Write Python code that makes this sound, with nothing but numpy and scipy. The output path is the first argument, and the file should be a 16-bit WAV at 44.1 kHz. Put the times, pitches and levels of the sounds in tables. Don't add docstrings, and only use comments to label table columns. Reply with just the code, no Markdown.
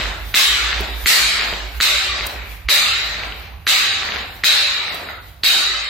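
import sys
import numpy as np
from scipy import signal
from scipy.io import wavfile
from scipy.ndimage import uniform_filter1d

SR = 44100
rng = np.random.default_rng(int(sys.argv[2]) if len(sys.argv) > 2 else 0)


def amp(db):
    return 10 ** (np.asarray(db, float) / 20)


def write(x):
    x = np.atleast_2d(x).T
    wavfile.write(sys.argv[1], SR, np.round(np.clip(x, -1, 1) * 32767).astype(np.int16))


N = 259744
LEAD = SR // 2


def evened(x):
    return x / np.sqrt(np.mean(x ** 2) + 1e-20)


def read(points, hz):
    f, value = np.transpose(points)
    return np.interp(np.log(hz + 1), np.log(f + 1), value)


def add(mix, s, sound):
    part = mix[..., LEAD + round(s * SR):][..., :sound.shape[-1]]
    part += sound[..., :part.shape[-1]]


def band_noise(low_hz, high_hz):
    band = signal.butter(3, [low_hz, high_hz], "band", fs=SR, output="sos")
    return evened(signal.sosfilt(band, rng.standard_normal(N)))


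def pulse(points):
    log_gain = np.log(amp(read(points, abs(np.fft.fftfreq(4096, 1 / SR)))))
    click = np.fft.ifft(np.exp(np.conj(signal.hilbert(log_gain)))).real[:2048]
    return click / abs(click).max()


def mode(hz, t60, size=2048):
    t = np.arange(size) / SR
    return amp(-60 * t / t60) * np.sin(2 * np.pi * hz * t)


# frequency in Hz, level in dB.
KNOCK_COLOUR = [(50, -128), (160, -19), (400, -11), (900, -7), (1300, 1.5), (2100, 4), (3200, 0),
                (4700, -1.5), (5800, -10), (7300, -13), (9500, -23.5), (13500, -20.5), (16000, -20.5)]
KNOCK_HZ = np.geomspace(40, 20000, 900)


def struck(resonances, sizzle_db, dull_db=0):
    peaks_db = sum(db / (1 + (2 * (KNOCK_HZ - hz) / width) ** 2) for hz, width, db in resonances)
    treble_db = sizzle_db * np.clip(np.log2(KNOCK_HZ / 4500), 0, 1)
    weight_db = dull_db * np.clip(np.log2(3000 / KNOCK_HZ), 0, 1)
    return pulse(np.transpose([KNOCK_HZ, read(KNOCK_COLOUR, KNOCK_HZ) + peaks_db + treble_db + weight_db]))


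def stone_thud():
    return mode(430, .04) + .4 * mode(200, .1) + .8 * mode(700, .035) + .4 * mode(950, .025)


# frequency in Hz, correlation from 0 to 1.
LIKENESS = [(60, 0.86), (150, 0.76), (380, 1), (950, 0.26), (2380, 0.29), (5980, 0.1), (15000, 0.11)]


def noise(size, shape_db):
    hz = np.fft.rfftfreq(512, 1 / SR)[:, None]
    t = np.arange(size // 128 + 5) * 128 / SR
    a, b, c, d = rng.standard_normal((len(t), len(hz), 4)).T
    same = np.clip(read(LIKENESS, hz), -1, 1)
    left = a + 1j * b
    right = same * left + np.sqrt(1 - same ** 2) * (c + 1j * d)
    z = np.array([left, right]) * amp(shape_db(hz, t))
    return signal.istft(z, nperseg=512, noverlap=384)[1][:, :size]


# frequency in Hz, t60 in seconds.
WELL_T60 = [(200, 1.21), (600, 1.154), (1500, 1.128), (3800, 0.89), (7000, 0.75), (11000, 0.6),
            (16000, 0.43)]


def stairwell(x):
    streaks = evened(uniform_filter1d(rng.standard_normal((SR * 5 // 512 + 5, 257)), size=28, axis=0)).T
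    tail = noise(SR * 5 // 4, lambda hz, t: -60 * t / read(WELL_T60, hz) + 3.5 * streaks)
    t = np.arange(tail.shape[1]) / SR
    echoes = rng.random(len(t)) < 900 / SR
    early = echoes * 2.7 * np.exp(-t / 0.3) * (t > .013)
    onset = np.clip((t - .002) / 0.18, 0, 1) ** 0.12
    tail *= onset * (np.clip(t / 0.03, .1, 1) ** 0.76 + early)
    return signal.fftconvolve(x[None], tail / np.linalg.norm(tail[0]), axes=1)


def since_landing():
    since = np.arange(N) / SR - np.array([row[0] for row in LANDINGS])[:, None]
    return np.where(since > 0, since, 9).min(0)


def humps(times, peaks_db, rise_db_per_s, fall_db_per_s, floor_db):
    after = np.arange(N) / SR - np.array(times)[:, None]
    slope = np.where(after < 0, rise_db_per_s, -fall_db_per_s)
    return np.maximum((np.array(peaks_db)[:, None] + slope * after).max(0), floor_db)


# middle in seconds, level in dB, pitch in Hz, length in seconds.
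THROB_SWELLS = [(.085, -25, 51.7, 0.15), (0.242, -28.5, 52.8, 0.19), (0.51, -26, 56.3, 0.12),
                (0.658, -26.5, 57.9, 0.15), (0.793, -24.5, 58.3, 0.16), (0.951, -25.5, 57.4, 0.18),
                (1.046, -24.5, 54.8, 0.055), (1.24, -30, 52.9, 0.15), (1.394, -36, 54, 0.13),
                (1.52, -31.5, 51.8, 0.19), (1.654, -28, 53.6, .15), (1.79, -26, 59.3, 0.16),
                (1.944, -26, 56.9, 0.13), (2.112, -33, 59.7, 0.13), (2.237, -31, 56.3, 0.1),
                (2.396, -31.5, 59.5, 0.14), (2.538, -32, 52.4, 0.18), (2.667, -23, 56.1, 0.046),
                (2.956, -37, 55.2, 0.14), (3.119, -37, 52.05, 0.26), (3.287, -34, 54.7, .16),
                (3.42, -35, 55.6, .16), (3.53, -34.5, 62.2, .12), (4.196, -40, 61.3, 0.12),
                (5.26, -42, 52.5, .2), (5.756, -40, 53, .3)]
# time in seconds, level in dB.
RUMBLE_LEVEL = [(0, -34.5), (1, -46.5), (2.6, -40), (3.5, -39.5), (4.3, -40), (4.8, -46), (5.3, -42),
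                (5.89, -55)]


def throb():
    t = np.arange(N) / SR
    middle, db, hz, length = np.transpose(THROB_SWELLS)
    tone = np.sqrt(2) * np.sin(2 * np.pi * np.cumsum(np.interp(t, middle, hz)) / SR)
    swell = np.cos(np.pi * np.clip((t - middle[:, None]) / length[:, None], -.5, .5))
    level = (amp(db)[:, None] * swell).max(0)
    rumble = band_noise(48, 105) + amp(-7) * band_noise(120, 165)
    rumble = rumble * amp(np.interp(t, *np.transpose(RUMBLE_LEVEL)))
    duck_db, duck_s = -40, 0.23
    duck = amp(duck_db * np.clip(1 - since_landing() / duck_s, 0, 1) ** 1.5)
    return (tone * level + rumble) * uniform_filter1d(duck, size=300) * amp([[-2.5], [2.2]])


# time in seconds, level in dB, extra t60 in seconds.
FAR_HEEL = (5.088, 18, 0.73)
# frequency in Hz, width in Hz, level in dB.
HEEL_RESONANCES = [(700, 400, 13), (1340, 350, 16), (2050, 300, 12), (4000, 2500, -8)]


def far_heel():
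    s, db, t60 = FAR_HEEL
    heel = stairwell(struck(HEEL_RESONANCES, -10))[:, SR // 70:]
    heel[:, :2048] += amp(-9) * struck(HEEL_RESONANCES, -19)
    return s, heel * amp(db - 24 - 60 * np.arange(heel.shape[1]) / SR / t60)


# time in seconds, thud in dB, grit in dB, sole pitch in Hz.
SHOE_STEPS = [
    (0.0564, -35, -63, 504),
    (0.8064, -19.5, -25, 400),
    (1.528, -20.5, -39, 601),
    (2.2654, -36, -16.5, 590),
    (4.166, -33, -56, 487),
    (4.9447, -28, -31, 680),
]


def shoes():
    near, thrown, t = np.zeros(LEAD + N), np.zeros(LEAD + N), np.arange(330) / SR
    grit = pulse([(5000, -3.0), (9000, 2.5), (11000, -0.5), (13500, 1), (16500, 4.0)])
    thud = stone_thud()
    for s, thud_db, grit_db, sole_hz in SHOE_STEPS:
        burst = np.convolve(rng.standard_normal(330) * amp(-60 * t / 0.22), grit)[:2048]
        shoe = amp(thud_db) * (thud + 1.1 * mode(sole_hz, 0.047)) + amp(grit_db) * burst
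        add(near, s, shoe)
        add(thrown, s, amp(-11.5) * shoe)
    return near, thrown


# loudest grind in seconds, its dB, loudest grit in seconds, its dB.
STEP_ROLLS = [
    (.01, -29, 0.012, -10),
    (.8, -30.5, 0.73, -4.5),
    (1.47, -29, 1.42, -2),
    (2.27, -33, 2.24, -14),
    (3.25, -35, 3.25, -19.5),
    (3.5, -45, 3.45, -31),
    (4.151, -32.5, 4.16, -12.5),
    (4.93, -36.5, 4.1, -35),
    (5.02, -34, 5.11, -26.5),
]
# frequency in Hz, level in dB.
GRIND_COLOUR = [(130, -106), (200, 1), (400, -5), (700, 4), (1100, 0.5), (2500, -19), (6000, -22.5)]
# frequency in Hz, level in dB.
SCUFF_COLOUR = [(4000, 2), (8500, -8), (10500, -0.5), (12000, -14), (13400, 9), (15000, -2), (16200, -9)]
# time in seconds, level in dB.
SOLE_SCUFFS = [(.3, -33.5), (1.04, -28.5), (1.468, -35), (1.78, -35), (2.3, -37), (2.52, -36),
               (3.05, -35.5), (3.4, -40.5), (4.07, -43), (4.36, -39), (4.76, -35), (4.95, -36.5),
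               (5.101, -42), (5.28, -42)]


def rolling():
    grind_s, grind_db, grit_s, grit_db = np.transpose(STEP_ROLLS)
    scuff_s, scuff_db = np.transpose(SOLE_SCUFFS)
    grind_db = 3 + humps(grind_s, grind_db, rise_db_per_s=57, fall_db_per_s=64, floor_db=-54)
    scuff_db = -1 + humps(scuff_s, scuff_db, rise_db_per_s=100, fall_db_per_s=103, floor_db=-51.5)
    grit_db = -9 + humps(grit_s, grit_db, rise_db_per_s=110, fall_db_per_s=170, floor_db=-50.5)
    airborne_db = -25 * np.clip(1 - since_landing() / 0.125, 0, 1)
    snap_db = 3 * np.minimum(rng.exponential(1, N), 4)
    snaps = (rng.random((2, N)) < 1100 / SR) * amp(snap_db)
    snaps = snaps + 0.21 * snaps[::-1]
    grind = noise(N, lambda hz, t: read(GRIND_COLOUR, hz))
    scuff = noise(N, lambda hz, t: read(SCUFF_COLOUR, hz))
    grit = signal.oaconvolve(snaps, struck([(2200, 1900, 1)], -4.5)[None], axes=1)[:, :N]
    layers = (grind, grind_db), (scuff, scuff_db), (grit, grit_db)
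    return sum(evened(x) * amp(db + airborne_db) for x, db in layers)


# time in seconds, peak in dB, pitch in Hz, echo in dB.
BOTTLE_TICKS = [(0.0131, -6, 2630, -22), (0.0567, -11, 1730, 12), (0.66, -7, 1700, -8),
                (0.729, -1, 1710, -10), (0.78, -10, 2340, 1), (0.8072, -11, 2320, -11),
                (1.3958, -1.5, 2200, 2), (1.428, -5, 2600, -3), (1.527, -11, 1890, -7),
                (1.5366, -7.5, 3040, -5), (2.1924, -8.5, 2440, -5), (2.2092, -5, 2180, -1),
                (2.361, -19.5, 2365, 21), (3.144, -13.5, 1940, 12.5), (3.2353, -12, 2324, 10),
                (3.323, -13.5, 2780, 12), (4.024, -5, 2590, -8), (4.032, -9.5, 1670, 12),
                (4.089, -8.5, 1870, 1), (4.1214, -6, 2785, 9), (4.159, -13, 1680, 2),
                (4.169, -15, 1820, -4), (4.8388, -18, 2200, 12), (4.881, -10.5, 1900, -3)]


def ticks():
    near, thrown = np.zeros(LEAD + N), np.zeros(LEAD + N)
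    thud = stone_thud()
    for s, db, hz, echo_db in BOTTLE_TICKS:
        knock = amp(db + 2.5) * (struck([(hz, 1100, 13)], -21) + amp(-24.5) * thud)
        add(near, s, knock)
        add(thrown, s, amp(echo_db - 13) * knock)
    return near, thrown


# time in seconds, blow in dB, second end's delay in ms, base pitch in Hz, shoulder in dB.
LANDINGS = [
    (-.42, 17.5, 8.9, 2400, -1),
    (.343, 15, 3.95, 2570, 2),
    (1.060, 17.5, 5, 2160, -8),
    (1.8034, 10, 7, 1820, 10),
    (2.688, 13.5, 6.3, 2133, -3),
    (3.6692, 11, 7.6, 1760, 1),
    (4.438, 11.5, 5.8, 1990, 6),
    (5.436, 12, 8.4, 3850, -6),
]
# ring in Hz, its dB, wall modes in dB, sizzle in dB, treble tone hold in
# seconds.
LANDING_RINGS = [(3870, 3, -1, 16, .6), (3825, 0.5, 0, 12, 0.39), (4350, -6, 6, 15, 0.24),
                 (3920, -2, 1.5, 10, 0.16), (4050, -2, 4.5, 11.5, 0), (3850, -1.5, 4.5, 10, 0.096),
                 (3970, -0.5, 5, 10, 0.054), (3850, -7.5, 13.5, 13, .12)]
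# frequency in Hz, width in Hz, share of the landing's wall-mode dB.
GLASS_WALL = [(3790, 200, .9), (3960, 220, .6), (4420, 260, .8), (2550, 200, .3), (4950, 200, .3)]
# frequency in Hz, level in dB, t60 in seconds.
LIQUID_BODY = [(1145, 2.5, 0.28), (761, 0, 0.19), (571.3, -2, 0.22), (373.2, -10.5, 0.46),
               (278.6, -22, 0.46)]


def landing(s, blow_db, apart_ms, base_hz, shoulder_db, ring_hz, ring_db, wall_db, sizzle_db, hold):
    body = sum(amp(-39 - blow_db + db) * mode(hz, t60, size=SR // 2) for hz, db, t60 in LIQUID_BODY)
    wall = [(hz, width, share * wall_db) for hz, width, share in GLASS_WALL]
    lead_in = round(4.1 * SR / 1000)
    later = round(apart_ms * SR / 1000)
    thrown, direct = body.copy(), .5 * body
    thrown[:2048] += struck(wall + [(ring_hz, 600, ring_db + 9)], sizzle_db, dull_db=-5)
    faint_rise = 0.049 * rng.standard_normal(400)[:lead_in] * np.linspace(0, 1, lead_in)
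    base = struck(wall[1:3] + [(base_hz, 900, 8)], sizzle_db - 20)
    direct[:2048] += np.convolve(np.append(faint_rise, 1), base)[:2048]
    direct[lead_in:][:2048] += amp(-27.5) * mode(375, 0.02)
    shoulder = struck([(ring_hz, 800, ring_db + 12)], sizzle_db - 12)
    direct[lead_in + later:][:2048] += amp(shoulder_db) * shoulder
    wet = np.pad(amp(21.5) * stairwell(thrown), ((0, 0), (lead_in, 0)))
    wet[:, :len(direct)] += direct
    return s - lead_in / SR, amp(blow_db) * wet


def scene():
    shoes_near, shoes_thrown = shoes()
    ticks_near, ticks_thrown = ticks()
    mix = shoes_near + ticks_near + stairwell(shoes_thrown + ticks_thrown)[:, :LEAD + N]
    add(mix, *far_heel())
    for blow, ring in zip(LANDINGS, LANDING_RINGS):
        add(mix, *landing(*blow, *ring))
    return mix[:, LEAD:] + rolling() + throb()


# frequency in Hz, depth in dB.
SILENCE_DEPTH = [(4500, 50), (5400, 26), (7000, 35), (9300, 30.5), (12000, 33.5), (14000, 38), (15300, 33),
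                 (16000, 20)]


def drop_bands(hz, z):
    power = (abs(z) ** 2).mean(0)
    band, block = (hz // 345).astype(int), np.arange(z.shape[2]) // 4
    cells = np.zeros((band.max() + 1, block.max() + 1))
    np.add.at(cells, (band[:, None], block), power)
    under_db = 10 * np.log10(cells[2:].sum(0) / (cells + 1e-18))
    luck_db = 5.5 * evened(uniform_filter1d(rng.standard_normal(cells.shape), size=6))
    allowed_db = read(SILENCE_DEPTH, (np.arange(len(cells)) + .5) * 345)[:, None]
    return z * (under_db + luck_db < allowed_db)[band][:, block]


# start in seconds, end in seconds, tone in Hz.
TONE_SPELLS = [
    (.04, .82, 14298),
    (1.2, 2.3, 14298),
    (2.72, 3.6, 14298),
    (1.55, 2.1, 11542),
    (3.35, 4.42, 11542),
    (3.72, 4.4, 10853),
    (4.5, 4.8, 14298),
    (5.5, 5.7, 14298),
]
# tone in Hz, delay in seconds, share of the landing's hold.
LANDING_TONES = [(12231, .06, 1), (12920, .05, .7)]


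def swap_tones(x):
    hz, t, z = signal.stft(x, SR, nperseg=512)
    time, tones = np.arange(N) / SR, np.zeros_like(x)
    brief = []
    for blow, ring in zip(LANDINGS, LANDING_RINGS):
        for tone_hz, after, share in LANDING_TONES:
            start = blow[0] + after
            brief.append((start, start + share * ring[-1], tone_hz))
    for start, end, tone_hz in TONE_SPELLS + brief:
        inside = (abs(hz - tone_hz) < 330)[:, None] & (t > start) & (t < end)
        level = np.sqrt(uniform_filter1d((abs(z * inside) ** 2).sum(1), size=7).clip(0))
        level = np.array([np.interp(time, t, channel) for channel in level])
        tones += amp(0.5) * level * np.sin(2 * np.pi * tone_hz * time)
        z = z * ~inside
    return signal.istft(drop_bands(hz, z), SR, nperseg=512)[1][:, :N] + tones


def roll_off(x):
    return signal.sosfilt(signal.butter(12, 16500, fs=SR, output="sos"), x)


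def record(dry):
    bass = signal.sosfiltfilt(signal.butter(4, 120, fs=SR, output="sos"), dry)
    upper = dry - bass
    power_db = 10 * np.log10(abs(uniform_filter1d((upper ** 2).mean(0), size=350)) + 1e-12)
    fall = np.arange(N) * 250.0 / SR
    peak_db = np.maximum.accumulate(power_db + fall) - fall
    over_db = np.maximum(peak_db + 23.0, 0)
    held = upper / amp(0.47 * uniform_filter1d(over_db, size=200))
    held = 0.89 * np.tanh(held / 1.056)
    held = bass + signal.sosfilt(signal.butter(3, 125, "high", fs=SR, output="sos"), held)
    band_limit = signal.firwin(511, 16150, window=("kaiser", 9), fs=SR)
    held = signal.oaconvolve(held, band_limit[None], "same")
    return roll_off(swap_tones(held))


dry = scene()
out = record(dry)
write(out)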